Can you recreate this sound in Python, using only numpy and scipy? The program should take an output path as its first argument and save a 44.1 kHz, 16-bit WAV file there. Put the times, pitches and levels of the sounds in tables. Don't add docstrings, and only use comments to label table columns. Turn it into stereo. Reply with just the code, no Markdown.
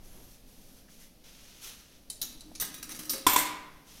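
import sys
import numpy as np
from scipy import signal
from scipy.fft import rfft, irfft
from scipy.io import wavfile

SR = 44100
rng = np.random.default_rng(int(sys.argv[2]) if len(sys.argv) > 2 else 0)


def unload_audio(sound):
    columns = np.transpose(np.atleast_2d(sound))
    steps = np.round(np.clip(columns, -1, 1) * 32767)
    wavfile.write(sys.argv[1], SR, steps.astype(np.int16))


N = 176400
TIME = np.arange(N) / SR
ATTACK_S = 0.00081


def from_db(db):
    return 10 ** (np.asarray(db) / 20)


def rms_one(x):
    return x / np.sqrt(np.mean(x ** 2) + 1e-20)


def at_hz(points, hz):
    pitches, values = np.transpose(points)
    return np.interp(np.log(np.maximum(hz, 1)), np.log(pitches), values)


def bins(size):
    return np.fft.rfftfreq(size, 1 / SR)


def add(out, start_s, sound):
    i = int(start_s * SR)
    out[:, i:i + sound.shape[1]] += sound[:, :N - i]


def pan(left_db):
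    return from_db([[left_db / 2], [-left_db / 2]])


def uneven(size, step):
    return np.interp(np.arange(size) / max(step, 4), np.arange(size), rng.standard_normal(size))


# pitch_hz, likeness (1 = the same, 0 = unrelated)
EAR_LIKENESS = [(60, 0.64), (150, 0.99), (300, 0.91), (600, 0.45), (1000, -0.087), (2200, -0.076),
                (4500, -0.0084), (16000, 0.078)]

def noise(colour_db, size):
    mid, side = rfft(rng.standard_normal((2, size)))
    alike = np.clip(at_hz(EAR_LIKENESS, bins(size)), -.99, .99)
    ears = np.sqrt(1 + alike) * mid + np.sqrt(1 - alike) * side * [[1], [-1]]
    return irfft(ears * from_db(colour_db), size) / np.sqrt(2 * np.mean(from_db(2 * colour_db)))


def clatter(colour_db, fade_s, rattle_db):
    t, hz = TIME[:SR // 2], bins(SR // 2)
    cluster_hz, contact_hz, grain_s, rattle_fade_s = 108.5, 700, 0.00308, 0.2
    clusters_db = 5.5 * uneven(len(hz), step=cluster_hz * t[-1])
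    contact_db = 2.5 * uneven(len(hz), step=contact_hz * t[-1])
    bumps_db = 4.5 * uneven(len(t), step=grain_s * SR)
    crowding = at_hz([(900, 0.2), (2000, 0.85)], hz)
    steel = noise(colour_db + crowding * (clusters_db + contact_db), len(t))
    crack = from_db(-60 * t / fade_s)
    rattle = from_db(rattle_db + bumps_db - 60 * t / rattle_fade_s)
    return steel * (crack + rattle) * (1 - np.exp(-t / ATTACK_S))


def ring(tones, detune=0, spread_db=4, steady_below_hz=1260):
    hz, db, fade_s = np.transpose(tones)[:, :, None]
    t = TIME[:SR // 2]
    strength, phase, side, shift = rng.standard_normal((4, len(tones), 1))
    hz = hz * (1 + detune * shift)
    loose = hz / (hz + steady_below_hz)
    fade = from_db(db + spread_db * strength * loose - 60 * t / fade_s) * (1 - np.exp(-t / ATTACK_S))
    angle = 2 * np.pi * hz * t + 2 * loose * phase
    ear_offset = np.arccos(np.clip(at_hz(EAR_LIKENESS, hz), -1, 1)) / 2 * np.sign(side)
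    return np.array([(fade * np.sin(angle + ear * ear_offset)).sum(0) for ear in (1, -1)])


# pitch_hz, fade_s
ECHO_FADES = [(100, 0.94), (300, 1), (1000, 0.88), (3000, 0.76), (6000, 0.47), (10000, 0.38), (15000, 0.32)]

def room(dry, echo_db, build_s=0.0028):
    t, centres = TIME[:SR], np.geomspace(60, 16000, num=12)
    white = rfft(noise(0 * bins(SR), SR))
    tail = 0
    for hz, pick in zip(centres, np.eye(len(centres))):
        band = irfft(white * at_hz(np.c_[centres, pick], bins(SR)), SR)
        tail = tail + band * from_db(-60 * t / at_hz(ECHO_FADES, hz))
    tail = rms_one(tail * (1 - np.exp(-t / build_s))) / np.sqrt(SR)
    return dry + from_db(echo_db) * signal.fftconvolve(dry, tail, axes=1)[:, :N]


# pitch_hz, strength_db
AIR_COLOUR = [(25, -3.5), (50, -9.5), (110, -18.5), (180, -13), (265, -13.5), (350, -23), (550, -20.5),
              (1100, -31), (6000, -28), (7500, -36), (12000, -29.5), (16000, -39)]

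def air(level_db=-56.5, sway_db=1.15):
    sway = np.interp(TIME, np.linspace(0, N / SR, num=24), rng.standard_normal(24))
    return from_db(level_db - sway_db * sway) * noise(at_hz(AIR_COLOUR, bins(N)), N)


# time_s, level_db
HAND_LEVELS = [(0, -52), (.2, -46.5), (.4, -59.5), (1.8, -66), (2.35, -55.5), (2.52, -52), (2.65, -70),
               (4, -64)]
# pitch_hz, strength_db
HAND_COLOUR = [(25, -1.5), (60, -19), (130, -19), (400, -24.5), (1500, -37), (16000, -62)]

def hand_rumble():
    level_db = np.interp(TIME, *np.transpose(HAND_LEVELS))
    return from_db(level_db) * noise(at_hz(HAND_COLOUR, bins(N)), N)


def blip(start_s=2.5155, length_s=0.0051, from_hz=1000, to_hz=430, level_db=-45):
    progress = np.clip((TIME - start_s) / length_s, 0, 1)
    hz = from_hz * (to_hz / from_hz) ** progress
    return from_db(level_db) * np.sin(np.pi * progress) * np.sin(2 * np.pi * np.cumsum(hz) / SR)


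# start_s, length_s, pitch_hz, rise_hz, width_hz, level_db
THIN_SCUFFS = [(0.03, .34, 10940, 1099, 900, -60.5), (0.875, 0.031, 1676, 0, 1000, -61),
               (0.979, .13, 1880, 249, 250, -65.5)]

def scuffs():
    out = np.zeros((2, N))
    for start_s, length_s, pitch_hz, rise_hz, width_hz, level_db in THIN_SCUFFS:
        progress = np.clip(TIME[:SR] / length_s, 0, 1)
        flutter = noise(-20 * np.log10(1 + (2 * bins(SR) / width_hz) ** 2), SR)
        tone = np.sin(2 * np.pi * np.cumsum(pitch_hz + rise_hz * progress) / SR)
        add(out, start_s, from_db(level_db) * np.sin(np.pi * progress) * flutter * tone)
    return out


# start_s, rise_s, hold_s, level_db, treble_db
SWISHES = [(0.018, 0.029, 0.31, -57.5, 6.5), (0.458, 0.029, 0.28, -60, 8.5), (0.753, .02, .015, -58, 4),
           (0.882, 0.013, .15, -57, 4), (0.99, 0.0099, 0.037, -55.5, 6), (1.236, 0.0073, 0.56, -54, -2.5),
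           (1.604, 0.04, 0.033, -41.5, 3.5), (1.661, 0.038, .04, -52.5, -2),
           (1.761, 0.048, .16, -58.5, -4.5), (3.851, 0.041, 0.13, -52.5, 0)]
# pitch_hz, strength_db
CLOTH_COLOUR = [(200, -10), (800, -10.5), (1300, -5.5), (2000, -5.5), (3200, -1), (4800, -4), (6100, 0.5),
                (7600, -8.5), (11500, -5.5), (16000, -16)]

def sleeve(fall_db_per_s=188, grain_s=0.0083):
    out, hz, t = np.zeros((2, N)), bins(SR), TIME[:SR]
    treble = at_hz([(4000, 0.065), (11000, 0.94)], hz)
    for start_s, rise_s, hold_s, level_db, treble_db in SWISHES:
        grip_db = 1.03 * uneven(SR, step=grain_s * SR)
        fall_db = fall_db_per_s * np.maximum(t - rise_s - hold_s, 0)
        swell = np.minimum(t / rise_s, 1) * from_db(level_db + grip_db - fall_db)
        add(out, start_s, swell * noise(at_hz(CLOTH_COLOUR, hz) + treble_db * treble, SR))
    return out


# start_s, clatter_db, sheen_db (near 8 kHz), treble_db, ring_db, left_db
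SLOT_TAPS = [(2.0996, -32, 5.5, -3, -35.5, -3.5), (2.2150, -26, -6, 11.5, -31, -3),
             (2.2268, -32, -5, -1, -54, 6), (2.327, -53, -10, -13.5, -61, -6),
             (2.4063, -47.5, -4, -9, -46, -6), (2.551, -37, -3, -19, -56, -1.5)]
# pitch_hz, level_db, fade_s
PLATE_TONES = [(3084, -9.5, 0.063), (3820, -0.5, 0.05), (4026, 0, 0.05), (4480, -7, 0.1),
               (5910, -14, 0.087), (9600, -2, 0.048), (10370, 3, 0.029)]
# pitch_hz, strength_db
PLATE_COLOUR = [(200, -10.5), (900, -13.5), (2200, -12), (3800, -1), (6400, 2.5), (8200, -6), (10300, -1),
                (13500, -3.5), (16000, -17.5)]

def slot_taps():
    out, hz = np.zeros((2, N)), bins(SR // 2)
    treble = at_hz([(10500, 0.213), (13000, 0.85)], hz)
    sheen = at_hz([(6400, 0), (7500, 1), (9200, 1), (11000, 0.21)], hz)
    for start_s, clatter_db, sheen_db, treble_db, ring_db, left_db in SLOT_TAPS:
        colour_db = at_hz(PLATE_COLOUR, hz) + sheen_db * sheen + treble_db * treble
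        tick = from_db(clatter_db) * clatter(colour_db, fade_s=0.049, rattle_db=-10)
        add(out, start_s, (tick + from_db(ring_db) * ring(PLATE_TONES)) * pan(left_db))
    return room(out, echo_db=-6.5)


# pitch_hz, level_db, fade_s
FLAP_TONES = [(414, -1.5, 0.33), (536, 2, 0.57), (615, -5, 0.14), (1350, -10.5, .15)]

def flap(start_s=3.134, gain_db=-42.5):
    out = np.zeros((2, N))
    add(out, start_s, from_db(gain_db) * ring(FLAP_TONES))
    return out


# pitch_hz, level_db, fade_s, held_change_db
COIN_TONES = [(8270, -18, 0.18, 1.5), (13400, -7, 0.18, -9), (13453, -23, .11, -3), (13957, -10, 0.16, -1),
              (13980, -5, 0.15, 0)]

def coin_ring(held):
    return ring([(hz, db + held * change_db, fade_s) for hz, db, fade_s, change_db in COIN_TONES])


# pitch_hz, level_db, fade_s
CHUTE_TONES = [(1262, -18.5, 0.22), (1750, -25, .15), (3910, -16, 0.33), (4700, -20, 0.14),
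               (5800, -7, 0.07), (6100, -8, 0.092), (8480, -9, 0.15), (10780, -11, 0.11),
               (12030, -13, 0.15), (12550, -20, .15), (14850, -15.5, .18)]

def chute_ring():
    return ring(CHUTE_TONES, detune=.015)


# time_s, level_db
ROLL_LEVELS = [(2.2, -74), (2.3, -60.5), (2.5, -70.5), (2.66, -44), (2.81, -85), (2.92, -47.5),
               (3.08, -49.5), (3.16, -46), (3.28, -90)]
# pitch_hz, strength_db, width_hz
CASING_HUMS = [(251, -3, 24), (302, 0.5, 24)]
# pitch_hz, strength_db
CHUTE_STEEL_COLOUR = [(100, -3.5), (300, 2), (800, -6), (1300, -1), (2200, -2.5), (3800, -2), (6000, 2),
                      (7600, -4.5), (10300, 1.5), (13500, -4.5), (16000, -13)]

def coin_roll(bumps_per_s=350, bump_s=0.0029):
    level_db = np.interp(TIME, *np.transpose(ROLL_LEVELS), left=-200, right=-200)
    hz = bins(N)
    bumps = (rng.random(N) < bumps_per_s / SR) * rng.exponential(1, N)
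    fading_bumps = rms_one(signal.lfilter([1], [1, -np.exp(-1 / (bump_s * SR))], bumps))
    chatter = fading_bumps * noise(at_hz(CHUTE_STEEL_COLOUR, hz), N)
    tinkle = rms_one(signal.fftconvolve(bumps[None], chute_ring(), axes=1)[:, :N])
    casing = sum(from_db(db) / (1 + (2 * (hz - pitch) / width) ** 2) for pitch, db, width in CASING_HUMS)
    hum = from_db(-39.5 + 0.32 * level_db) * noise(20 * np.log10(casing), N)
    return from_db(level_db) * (chatter + from_db(-9) * tinkle) + hum


# start_s, chute_db, bass_db, coin_db, left_db
CHUTE_KNOCKS = [(2.5992, -28, -11, -52, -6), (2.608, -35, -3.5, -21, -2.5), (2.6219, -31, 4.5, -41, 2),
                (2.648, -40, -5, -33, -4), (2.7416, -36.5, -3.5, -62, -2), (2.779, -45, 0, -69, -1),
                (2.8272, -35, -6, -48.5, 0), (2.892, -36.5, -1, -55, -5), (2.9135, -37, -4, -55, 2.5),
                (2.96, -44, -7, -59, -5.5), (2.9909, -35, 0, -56, -1.5), (3.053, -42, -7, -44, 1),
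                (3.0950, -24.5, -11.5, -34, -3.5), (3.104, -34, -4, -27, -8.5), (3.118, -32, -16, -50, 3.5),
                (3.1332, -30.5, 4, -42, -1), (3.179, -40, 1.5, -66, 3)]

def coin_in_chute():
    chute, coin = np.zeros((2, 2, N))
    hz = bins(SR // 2)
    bass = at_hz([(1500, 0.75), (3500, 0.017)], hz)
    for start_s, chute_db, bass_db, coin_db, left_db in CHUTE_KNOCKS:
        steel = clatter(at_hz(CHUTE_STEEL_COLOUR, hz) + bass_db * bass, fade_s=0.047, rattle_db=-9.5)
        knock = steel + from_db(-3.5) * chute_ring()
        add(chute, start_s, from_db(chute_db) * knock * pan(left_db))
        add(coin, start_s, from_db(coin_db) * coin_ring(held=True) * pan(left_db))
    return flap() + room(chute + coin_roll(), echo_db=-5) + room(coin, echo_db=-16)


# start_s, clatter_db, panel_db, coin_db
BOUNCES = [(3.2659, -14.5, -11.5, -34), (3.2688, -18, -19.5, -33), (3.2959, -29.5, -31, -18),
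           (3.332, -24, -30.5, -18), (3.36, -23.5, -25.5, -34), (3.3620, -20.5, -19, -38),
           (3.379, -23.5, -28, -26), (3.388, -23.5, -40, -21), (3.422, -41, -34.5, -50)]
# pitch_hz, level_db, fade_s
PANEL_TONES = [(70, -26.5, 0.165), (189, -29.5, 0.25), (282, -11.5, 0.052), (304.9, -23, 0.56),
               (376, -10.5, 0.035), (588, -25, 0.4), (797, -24, 0.83), (974, -7, 0.081), (1015, 7, 0.034),
               (1000, -15, 0.35), (1066, -21, 0.22), (1188, -18, 0.3), (1203, -20, 0.47), (1384, -6, .035),
               (1454, -24, 0.26), (2220, -37, 0.52), (3524, -2, 0.03), (7600, -5, 0.025)]
# pitch_hz, strength_db
BOX_STEEL_COLOUR = [(60, -7.5), (140, -7), (330, -5), (650, -0.5), (1000, 2), (1700, 2.5), (3200, 3),
                    (4600, -0.5), (8000, 2), (11500, -2), (14000, 3), (16000, -22)]

def coin_drop():
    steel, panels, coin = np.zeros((3, 2, N))
    colour_db = at_hz(BOX_STEEL_COLOUR, bins(SR // 2))
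    for start_s, clatter_db, panel_db, coin_db in BOUNCES:
        add(steel, start_s, from_db(clatter_db) * clatter(colour_db, fade_s=0.036, rattle_db=-8))
        add(panels, start_s, from_db(panel_db) * ring(PANEL_TONES))
        add(coin, start_s, from_db(coin_db) * coin_ring(held=False))
    return room(steel, echo_db=-3.5) + room(panels, echo_db=-9.5) + room(coin, echo_db=-16)


def scene():
    coin = slot_taps() + coin_in_chute() + coin_drop()
    background = sleeve() + scuffs() + blip() + hand_rumble() + air()
    return background + coin


# pitch_hz, left_db
MIC_BALANCE = [(60, 1.5), (380, 2), (700, 2), (1200, -1), (2400, 1.5), (4400, 3.5), (8100, -3), (13000, 2)]

def record(dry, cutoff_hz=16600):
    gains = from_db(at_hz(MIC_BALANCE, bins(N)) * np.array([[.5], [-.5]]))
    coloured = irfft(rfft(dry) * gains, N)
    treble_cut = signal.cheby2(16, 60, cutoff_hz, fs=SR, output="sos")
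    return signal.sosfilt(treble_cut, np.clip(coloured, -1, 1))


dry = scene()
out = record(dry)
unload_audio(out)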